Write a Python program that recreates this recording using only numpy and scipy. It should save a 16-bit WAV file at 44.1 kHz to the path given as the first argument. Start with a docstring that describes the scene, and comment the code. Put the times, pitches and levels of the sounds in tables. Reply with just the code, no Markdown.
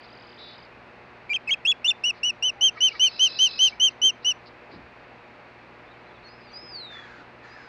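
"""At an osprey's nest, outdoors: up front and almost dry, the bird whistles sixteen chirps, each an
arch of pitch; in the first four its syrinx cracks between registers. Sticks bump and rustle under it.
Farther off, in light echo, blackbirds gurgle, trill and whistle while other birds mew, twitter and rasp.
The bed is a wash of distant traffic with a faint mains hum."""
import sys
import numpy as np
from scipy import signal
from scipy.fft import rfft, irfft
from scipy.io import wavfile

SR = 44100
rng = np.random.default_rng(int(sys.argv[2]) if len(sys.argv) > 2 else 0)


def dump_mix(stems):
    """Bounce the given channels to the path in sys.argv[1] as a 16-bit WAV at rate SR."""
    frames = np.atleast_2d(stems).T  # one column per channel
    limited = np.clip(frames, -1, 1)  # hard clip at full scale
    pcm = np.round(limited * 32767).astype(np.int16)
    wavfile.write(sys.argv[1], SR, pcm)


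N = 338688
TIME = np.arange(N) / SR

# colour of the traffic wash: (frequency [Hz], relative level [dB])
TRAFFIC_SPECTRUM = [(20, -16.5), (40, -11), (62, -3.5), (90, -7), (180, -4.5), (330, -2), (750, -1.5),
                    (1400, -4), (2550, -5.5), (3150, -18), (4400, -19.5), (5500, -30.5), (8300, -45.5),
                    (15000, -60)]
# mains harmonics: (frequency [Hz], level [dB])
HUM_PARTIALS = [(59.9, -71.5), (119.8, -62.5), (179.7, -71.5), (239.7, -64.5), (359.5, -64.5), (479.4, -64),
                (599.2, -64.5), (719.1, -66), (838.9, -66), (958.8, -67.5)]
# harsh far calls: (start [s], end [s], top pitch [Hz], level [dB])
RASP_CALLS = [(6.89, 7.268, 1823, -49), (7.419, 7.734, 1810, -51)]
# colour of their hiss: (frequency [Hz], relative level [dB])
RASP_SPECTRUM = [(900, -12), (1300, 3), (2200, -.5), (3000, -13), (4200, -7.5), (5400, -19), (7000, -23),
                 (8200, -41), (12000, -70)]
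# one nasal mew: (start [s], end [s], fundamental [Hz], sag [Hz/s], level [dB])
MEW_CALL = (0.37, 0.6, 326, 55.5, -49)
# its throat resonance: (frequency [Hz], relative level [dB])
MEW_FORMANT = [(3150, -25), (3520, .5), (3860, 2.5), (4180, -5), (4500, -7), (5150, -18), (5900, -34)]
# shape of a blackbird's long whistle: (time [s], pitch [Hz], level [dB])
WHISTLE_CONTOUR = [(6.53, 4782, -48), (6.56, 4904, -39.5), (6.612, 5130, -49), (6.71, 5030, -45),
                   (6.762, 4570, -35.5), (6.828, 4030, -41), (6.884, 3699, -45), (6.988, 3430, -46),
                   (7.06, 3310, -59)]
# each repeat of that shape: (start [s], time stretch [ratio], gain [dB], fade [dB/s])
WHISTLE_REPEATS = [(6.275, .9, -13, 47), (6.525, 0.98, -0.5, 1), (7.485, 0.97, -18.5, 5)]
# the flick that opens it: (length [s], start pitch [Hz], end pitch [Hz], base level [dB])
WHISTLE_FLICK = (0.03, 6450, 5400, -66)
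# gurgles ahead of the second trill: (start [s], level [dB])
GURGLE_CUES = [(2.748, -44), (2.925, -44)]
# notes of a gurgle: (delay [s], length [s], start pitch [Hz], end pitch [Hz], gain [dB])
GURGLE_CLUSTER = [(0, .046, 1390, 1100, -4.5), (.022, 0.025, 2250, 2300, 2.5),
                  (.021, .026, 1955, 1900, -0.5)]
# lone slurs: (start [s], length [s], start pitch [Hz], end pitch [Hz], level [dB])
STRAY_NOTES = [(2.522, .153, 803, 811, -53.5), (2.869, .036, 2835, 2380, -39),
               (2.898, 0.026, 2834, 2870, -41.5), (2.914, 0.015, 2250, 2320, -39),
               (3.03, 0.026, 2340, 2490, -35.5), (3.05, .066, 4325, 4450, -41.5),
               (3.718, 0.025, 2206, 2380, -42), (6.229, .084, 4360, 4294, -52)]
# blackbird trills: (start [s], end [s], pulse rate [Hz], swell [s], level [dB], sharpness [exponent])
TRILL_CUES = [(-.05, .666, 42, .04, -54.5, 3.4), (3.04, 3.714, 43, 0.29, -39.5, .9)]
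# notes in one pulse of each trill: (place in the pulse [0-1], pitch [Hz], width [Hz], gain [dB])
THIN_TRILL_NOTES = [(0.6, 4920, 163, -0.5), (0.13, 3020, 124, -4.5), (.45, 4600, 500, -2),
                    (0.94, 3600, 1200, -2.5)]
FULL_TRILL_NOTES = [(.28, 5100, 110.6, -1.5), (.9, 4000, 140, -2), (0.49, 2610, 110, -4.5),
                    (0.22, 4350, 200, -7.5), (.8, 4680, 940, -5), (0.49, 4500, 1500, -6.5),
                    (0.35, 3850, 950, -6.5)]
# weight shifting on the sticks: (start [s], length [s], centre [Hz], level [dB])
NEST_BUMPS = [(4.035, 0.04, 334, -45), (4.691, 0.02, 720, -43), (4.698, 0.083, 320, -50.5),
              (4.754, 0.073, 240, -47), (4.74, .2, 75, -59), (6.629, 0.033, 284, -46),
              (7.177, .07, 300, -51.5)]
# dry twigs: (start [s], length [s], level [dB])
TWIG_RUSTLES = [(0.03, .045, -56), (2.135, 0.084, -59), (3.892, 0.04, -55.5), (4.217, 0.051, -53.5),
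                (4.451, 0.051, -52.5), (4.698, .09, -56.5)]
# osprey chirps: (start [s], end [s], start pitch [Hz], top pitch [Hz], mid-chirp level [dB])
OSPREY_CHIRPS = [(1.295, 1.373, 2310, 2820, -23.5), (1.472, 1.547, 2480, 2860, -21.5),
                 (1.651, 1.728, 2564, 2950, -19.5), (1.844, 1.92, 2620, 3030, -21.5),
                 (2.037, 2.111, 2623, 2954, -22), (2.231, 2.309, 2667, 2968, -22.5),
                 (2.425, 2.505, 2720, 3045, -21), (2.61, 2.698, 2880, 3150, -15),
                 (2.806, 2.893, 2850, 3098, -15.5), (2.996, 3.087, 2824, 3100, -15),
                 (3.194, 3.281, 2874, 3135, -15), (3.389, 3.481, 2880, 3132, -15),
                 (3.591, 3.69, 2890, 3144, -14.5), (3.7989, 3.893, 2876, 3150, -15),
                 (4.017, 4.108, 2900, 3138, -15), (4.247, 4.325, 2790, 3027, -19)]
# the voice opens over the series: (time [s], swell to mid-chirp [dB], octave against fundamental [dB])
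VOICE_OPENING = [(1.51, 2, -20.5), (1.69, 2.5, -19.5), (1.88, 0, -13), (2.27, 0.5, -10.5), (2.46, 4, -11.5),
                 (2.65, 11, -12), (4.06, 11, -12), (4.29, 10, -10.5)]
# jumps to another register: (start [s], end [s], start pitch [Hz], held pitch [Hz], level [dB])
REGISTER_CRACKS = [(1.3, 1.333, 2336, 2390, -24), (1.3402, 1.362, 3185, 3170, -22.5),
                   (1.475, 1.493, 2550, 2594, -27.5), (1.492, 1.506, 2180, 2226, -23),
                   (1.507, 1.539, 2740, 3268, -19), (1.671, 1.718, 3120, 3403, -17.3),
                   (1.878, 1.905, 3480, 3570, -16.5)]
# the osprey's third partial, by where it lands: (frequency [Hz], level against fundamental [dB])
THIRD_PARTIAL_CURVE = [(6500, -28), (7200, -36), (8300, -32), (9400, -41), (9750, -54), (11000, -47.5)]
# faint lines between its partials: (multiple of the pitch [ratio], level against octave [dB])
HALF_HARMONICS = [(1.5, -32), (2.5, -34), (3.5, -50)]
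# air rushing through the open beak: (frequency [Hz], relative level [dB])
BREATH_SPECTRUM = [(1200, -30), (2500, -7), (3300, -2.5), (4700, 1.5), (6200, -8.5), (7300, -18),
                   (8700, -11.5), (9500, -20), (10500, -31.5), (12300, -27), (14000, -50)]

def from_db(db):
    """Decibels to gain."""
    return 10 ** (np.asarray(db) / 20)

def rms_one(x):
    """Scale to unit power."""
    return x / np.sqrt(np.mean(x ** 2) + 1e-20)

def eq_gain(curve, hz):
    """Gain of an EQ curve drawn in dB over log frequency."""
    curve_hz, curve_db = np.transpose(curve)
    return from_db(np.interp(np.log(hz + 1e-9), np.log(curve_hz), curve_db))

def noise(gain_at):
    """Unit-power noise, coloured by a gain for each frequency."""
    hz = np.arange(N // 2 + 1) * SR / N
    return rms_one(irfft(rfft(rng.standard_normal(N)) * gain_at(hz), N))

def band(hz, width_hz):
    """A steep-sided noise band; at 0 Hz, a random drift for modulation."""
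    return noise(lambda f: 1 / (1 + (2 * (f - hz) / width_hz) ** 4))

def phase_of(hz):
    """Running phase of a moving pitch."""
    return 2 * np.pi * np.cumsum(hz) / SR

def gate(t, start, end, rise, fall):
    """A smooth fade in and out between two times."""
    return np.sin(np.pi / 2 * np.clip(np.minimum((t - start) / rise, (end - t) / fall), 0, 1)) ** 2

def add(out, start, sound):
    """Mix a short sound in at its cue time."""
    i = int(start * SR)
    out[i:i + len(sound)] += sound[:max(N - i, 0)]

def slur(length, first_hz, last_hz, level_db):
    """A short whistled glide."""
    t = np.arange(int(length * SR)) / SR
    tone = np.sqrt(2) * np.sin(phase_of(np.interp(t, [0, length], [first_hz, last_hz])))
    return from_db(level_db) * gate(t, 0, length, length / 3, length / 3) * tone

def outdoors(x, wet_db, t60=.24):
    """Scattered echoes from ground, trees and walls follow the direct sound."""
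    t = np.arange(SR // 2) / SR
    echoes = rng.standard_normal(len(t)) * (rng.random(len(t)) < .02)
    echoes *= from_db(-60 * t / t60) * (t > .004)
    return x + from_db(wet_db) * signal.fftconvolve(x, echoes / np.sqrt(np.sum(echoes ** 2)))[:N]

def traffic(level_db=-49):
    """Distant traffic blurs into a steady, dark wash."""
    return from_db(level_db) * noise(lambda f: eq_gain(TRAFFIC_SPECTRUM, f))

def mains_hum():
    """A faint, steady stack of mains harmonics."""
    return np.sqrt(2) * sum(from_db(level_db) * np.sin(2 * np.pi * hz * TIME + rng.uniform(0, 2 * np.pi))
                            for hz, level_db in HUM_PARTIALS)

def twitter(start_s=5.85, end_s=6.8, level_db=-65, count=24):
    """Small birds far away scatter brief slurred notes."""
    out = np.zeros(N)
    for when, pitch, bend, size in rng.random((count, 4)):
        hz = 3100 + 1600 * pitch
        note = slur(.0222 + .025 * size, hz, hz * (1 + .199 * (bend - .5)), level_db)
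        add(out, start_s + when * (end_s - start_s), note)
    return out

def rasps(hiss_db=-2, throat_db=2, rise_s=.08, scoop_hz=230, sag_hz_per_s=1600, fade_db_per_s=14):
    """A hoarse voice: a wavering tone scoops up, then sinks and fades, wrapped in hiss."""
    out = np.zeros(N)
    roughness, waver_hz = 1 + .7 * band(0, 320), 75 * band(0, 200)
    hiss = from_db(hiss_db) * noise(lambda f: eq_gain(RASP_SPECTRUM, f))
    for start, end, top_hz, level_db in RASP_CALLS:
        age = np.clip(TIME, start, end) - start
        scoop = scoop_hz * np.maximum(1 - age / rise_s, 0) ** 2
        sag = sag_hz_per_s * np.maximum(age - rise_s, 0)
        throat = from_db(throat_db) * roughness * np.sin(phase_of(top_hz - scoop - sag + waver_hz))
        envelope = from_db(level_db - fade_db_per_s * age) * gate(TIME, start, end, .033, .066)
        out += envelope * (throat + hiss)
    return out

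def mew(attack_s=.026, release_s=.1, jitter=.0022):
    """A narrow throat passes only the high harmonics of a low, sagging buzz."""
    start, end, first_hz, sag_hz_per_s, level_db = MEW_CALL
    hz = first_hz - sag_hz_per_s * (np.clip(TIME, start, end) - start)
    phase = phase_of(hz * (1 + jitter * band(0, 200)))
    voice = sum(eq_gain(MEW_FORMANT, k * hz) * np.sin(k * phase + rng.uniform(0, 2 * np.pi))
                for k in range(10, 19))
    return from_db(level_db) * gate(TIME, start, end, attack_s, release_s) * rms_one(voice)

def blackbird_whistles(waver_hz=15, flicker_db=1.5, octave_db=-35, edge_s=.012, flick_follows=.3):
    """A near-pure whistle, repeated: a flick, a held note, then a fall that picks up a faint octave."""
    out = np.zeros(N)
    waver, flicker = waver_hz * band(0, 203), flicker_db * band(0, 40)
    shape_s, shape_hz, shape_db = np.transpose(WHISTLE_CONTOUR)
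    for start, stretch, gain_db, fade_db_per_s in WHISTLE_REPEATS:
        times = start + edge_s / 2 + (shape_s - shape_s[0]) * stretch
        hz = np.interp(TIME, times, shape_hz)
        phase = phase_of(hz + waver)
        octave = from_db(octave_db) / (1 + (hz / 4100) ** 20)
        tone = np.sqrt(2) * (np.sin(phase) + octave * np.sin(2 * phase))
        contour_db = np.interp(TIME, times, shape_db - fade_db_per_s * (times - start))
        edges = gate(TIME, start, times[-1] + 2 * edge_s, edge_s, 2 * edge_s)
        out += from_db(gain_db + flicker + contour_db) * edges * tone
        add(out, start - WHISTLE_FLICK[0] / 2, from_db(flick_follows * gain_db) * slur(*WHISTLE_FLICK))
    return out

def blackbird_gurgles(start_s=2.71, end_s=3.1, hiss_db=-51, tick_db=-45, tick_delay_s=.024, tick_s=.016):
    """Liquid notes lead into the second trill over a swelling hiss; a few stray notes sound alone."""
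    patchy_hiss = rms_one(band(4400, 1700) * from_db(3 * band(0, 50)))
    out = from_db(hiss_db) * gate(TIME, start_s, end_s, rise=.3, fall=.04) ** .5 * patchy_hiss
    tick = from_db(tick_db) * band(1800, 1500)   # a rough transient on the upper notes
    for start, level_db in GURGLE_CUES:
        out += gate(TIME, start + tick_delay_s, start + tick_delay_s + tick_s, .001, tick_s) * tick
        for delay, length, first_hz, last_hz, note_db in GURGLE_CLUSTER:
            add(out, start + delay, slur(length, first_hz, last_hz, level_db + note_db))
    for start, *note in STRAY_NOTES:
        add(out, start, slur(*note))
    return out

def blackbird_trills(clear_width_hz=170):
    """The two sides of the syrinx trade buzzy notes; narrow ones are tonal, wide ones hoarse."""
    out = np.zeros(N)
    for cue, notes in zip(TRILL_CUES, (THIN_TRILL_NOTES, FULL_TRILL_NOTES)):
        start, end, pulse_hz, swell_s, level_db, sharpness = cue
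        effort = from_db(level_db) * gate(TIME, start, end, swell_s, .03) ** .5
        for place, hz, width_hz, note_db in notes:
            pulse = abs(np.cos(np.pi * ((TIME - start) * pulse_hz - place))) ** (2 * sharpness)
            clarity = 1 / (1 + (width_hz / clear_width_hz) ** 4)
            tone = np.sqrt(2) * np.sin(phase_of(hz + width_hz / 4 * band(0, 122)))
            voice = np.sqrt(clarity) * tone + np.sqrt(1 - clarity) * band(hz, width_hz)
            out += effort * pulse * from_db(note_db) * voice
    return out

def nest(twig_hz=4400, twig_width_hz=1400, attack_s=.0039):
    """The osprey shifts its weight: dull bumps from the stick pile, grainy rustles from its lining."""
    out = np.zeros(N)
    for start, length, hz, level_db in NEST_BUMPS:
        envelope = gate(TIME, start, start + length, attack_s, length * .53)
        out += from_db(level_db) * envelope * band(hz, hz * .69)
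    twigs = rms_one(band(twig_hz, twig_width_hz) * from_db(2 * band(0, 400)))
    for start, length, level_db in TWIG_RUSTLES:
        out += from_db(level_db) * gate(TIME, start, start + length, length / 3, length / 2) * twigs
    return out

def osprey(attack_s=.004, release_s=.008, break_s=.003, jitter=.002, catch_jitter=.004,
           break_jitter=.014, unstable_s=.0056, air_db=-46, scratch_db=12, scratch_s=.0082):
    """Each chirp is an arch: pressure peaks in the middle, where the whistle is highest and loudest."""
    waver, flutter_db, doubling = band(0, 1500), .15 * band(0, 300), band(0, 120)
    # the syrinx turns rough around the end of each crack
    unstable = sum(np.exp(-abs(TIME - end) / unstable_s) for _, end, *_ in REGISTER_CRACKS).clip(0, 1)
    air = from_db(air_db) * noise(lambda f: eq_gain(BREATH_SPECTRUM, f))

    def note(start, end, first_hz, middle_hz, last_hz, level_db, swell_db, tilt_db, octave_db, close_s):
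        """Cue time and sound of one note: whistled partials plus the air in the beak."""
        opens, closes = start - attack_s / 2, end + close_s / 2
        span = slice(int(opens * SR), int(closes * SR))
        t = TIME[span]
        arch = np.clip(2 * (t - start) / (end - start) - 1, -1, 1)   # -1 at the start, +1 at the end
        rise_hz = (first_hz - middle_hz) * abs(arch) ** 1.9
        fall_hz = (last_hz - middle_hz) * abs(arch) ** 2.7
        hz = middle_hz + np.where(arch < 0, rise_hz, fall_hz)
        # each note catches with a scratch before the whistle settles
        catch = np.exp(-(t - opens) / scratch_s)
        breath = from_db(level_db + scratch_db * np.maximum(catch, unstable[span])) * air[span]
        roughness = jitter + catch_jitter * catch + break_jitter * unstable[span]
        phase = phase_of(hz * (1 + roughness * waver[span]))
        loudness = from_db(level_db - swell_db * arch ** 2 + tilt_db * arch / 2 + flutter_db[span])
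        core = loudness * (np.cos(phase) + eq_gain(THIRD_PARTIAL_CURVE, 3 * hz) * np.cos(3 * phase))
        # the octave swells less and dies first as the syrinx relaxes; the top partials grow as its cube
        octave_gain = from_db(level_db + octave_db - .37 * swell_db * arch ** 2)
        octave_gain *= gate(t, opens, closes, attack_s, (end - start) * .18)
        top = from_db(23) * octave_gain ** 3 * (np.cos(4 * phase) + from_db(-17) * np.cos(5 * phase))
        shine = octave_gain * np.cos(2 * phase) + top
        # at full pressure alternate cycles differ a little, giving faint lines between the partials
        halves = sum(from_db(half_db) * np.cos(k * phase) for k, half_db in HALF_HARMONICS)
        grit = octave_gain * (1 - arch ** 2) ** 2 * (1 + doubling[span] / 2) * halves
        # a weakly blown chirp, swelling less than 3 dB, takes longer to speak
        speak_s = attack_s + .0035 * np.clip(1 - swell_db / 3, 0, 1)
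        envelope = gate(t, opens, closes, speak_s, close_s)
        return opens, envelope * (np.sqrt(2) * (core + shine + grit) + breath)

    out = np.zeros(N)
    times, swells_db, octaves_db = np.transpose(VOICE_OPENING)
    for start, end, first_hz, top_hz, level_db in OSPREY_CHIRPS:
        middle = (start + end) / 2
        last_hz = 2667 + .43 * (first_hz - 2860)   # a chirp that starts lower ends a little lower
        add(out, *note(start, end, first_hz, top_hz, last_hz, level_db,
                       swell_db=np.interp(middle, times, swells_db), tilt_db=-2,
                       octave_db=np.interp(middle, times, octaves_db), close_s=release_s))
    # in a crack the arch cuts out and a flatter, purer register takes its place
    cutouts = sum(gate(TIME, start - attack_s / 2 - break_s, end + break_s / 2, break_s, break_s)
                  for start, end, *_ in REGISTER_CRACKS)
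    out *= 1 - np.clip(cutouts, 0, 1)
    for start, end, first_hz, held_hz, level_db in REGISTER_CRACKS:
        add(out, *note(start, end, first_hz, held_hz, .972 * held_hz, level_db,
                       swell_db=3, tilt_db=1.5, octave_db=-22.5, close_s=break_s))
    return out

def scene():
    """Mono mix, back to front: the bed, the far birds in echo, the osprey almost dry."""
    bed = traffic() + mains_hum()
    far = twitter() + rasps() + mew() + blackbird_whistles() + blackbird_gurgles() + blackbird_trills()
    near = nest() + osprey()
    return (bed + outdoors(far, wet_db=-10) + outdoors(near, wet_db=-34.5))[None]

def record(dry, cutoff_hz=15500):
    """A steep low-pass trims the top of the mix."""
    return signal.sosfilt(signal.ellip(10, .1, 80, cutoff_hz, fs=SR, output="sos"), dry)


dry = scene()
out = record(dry)
dump_mix(out)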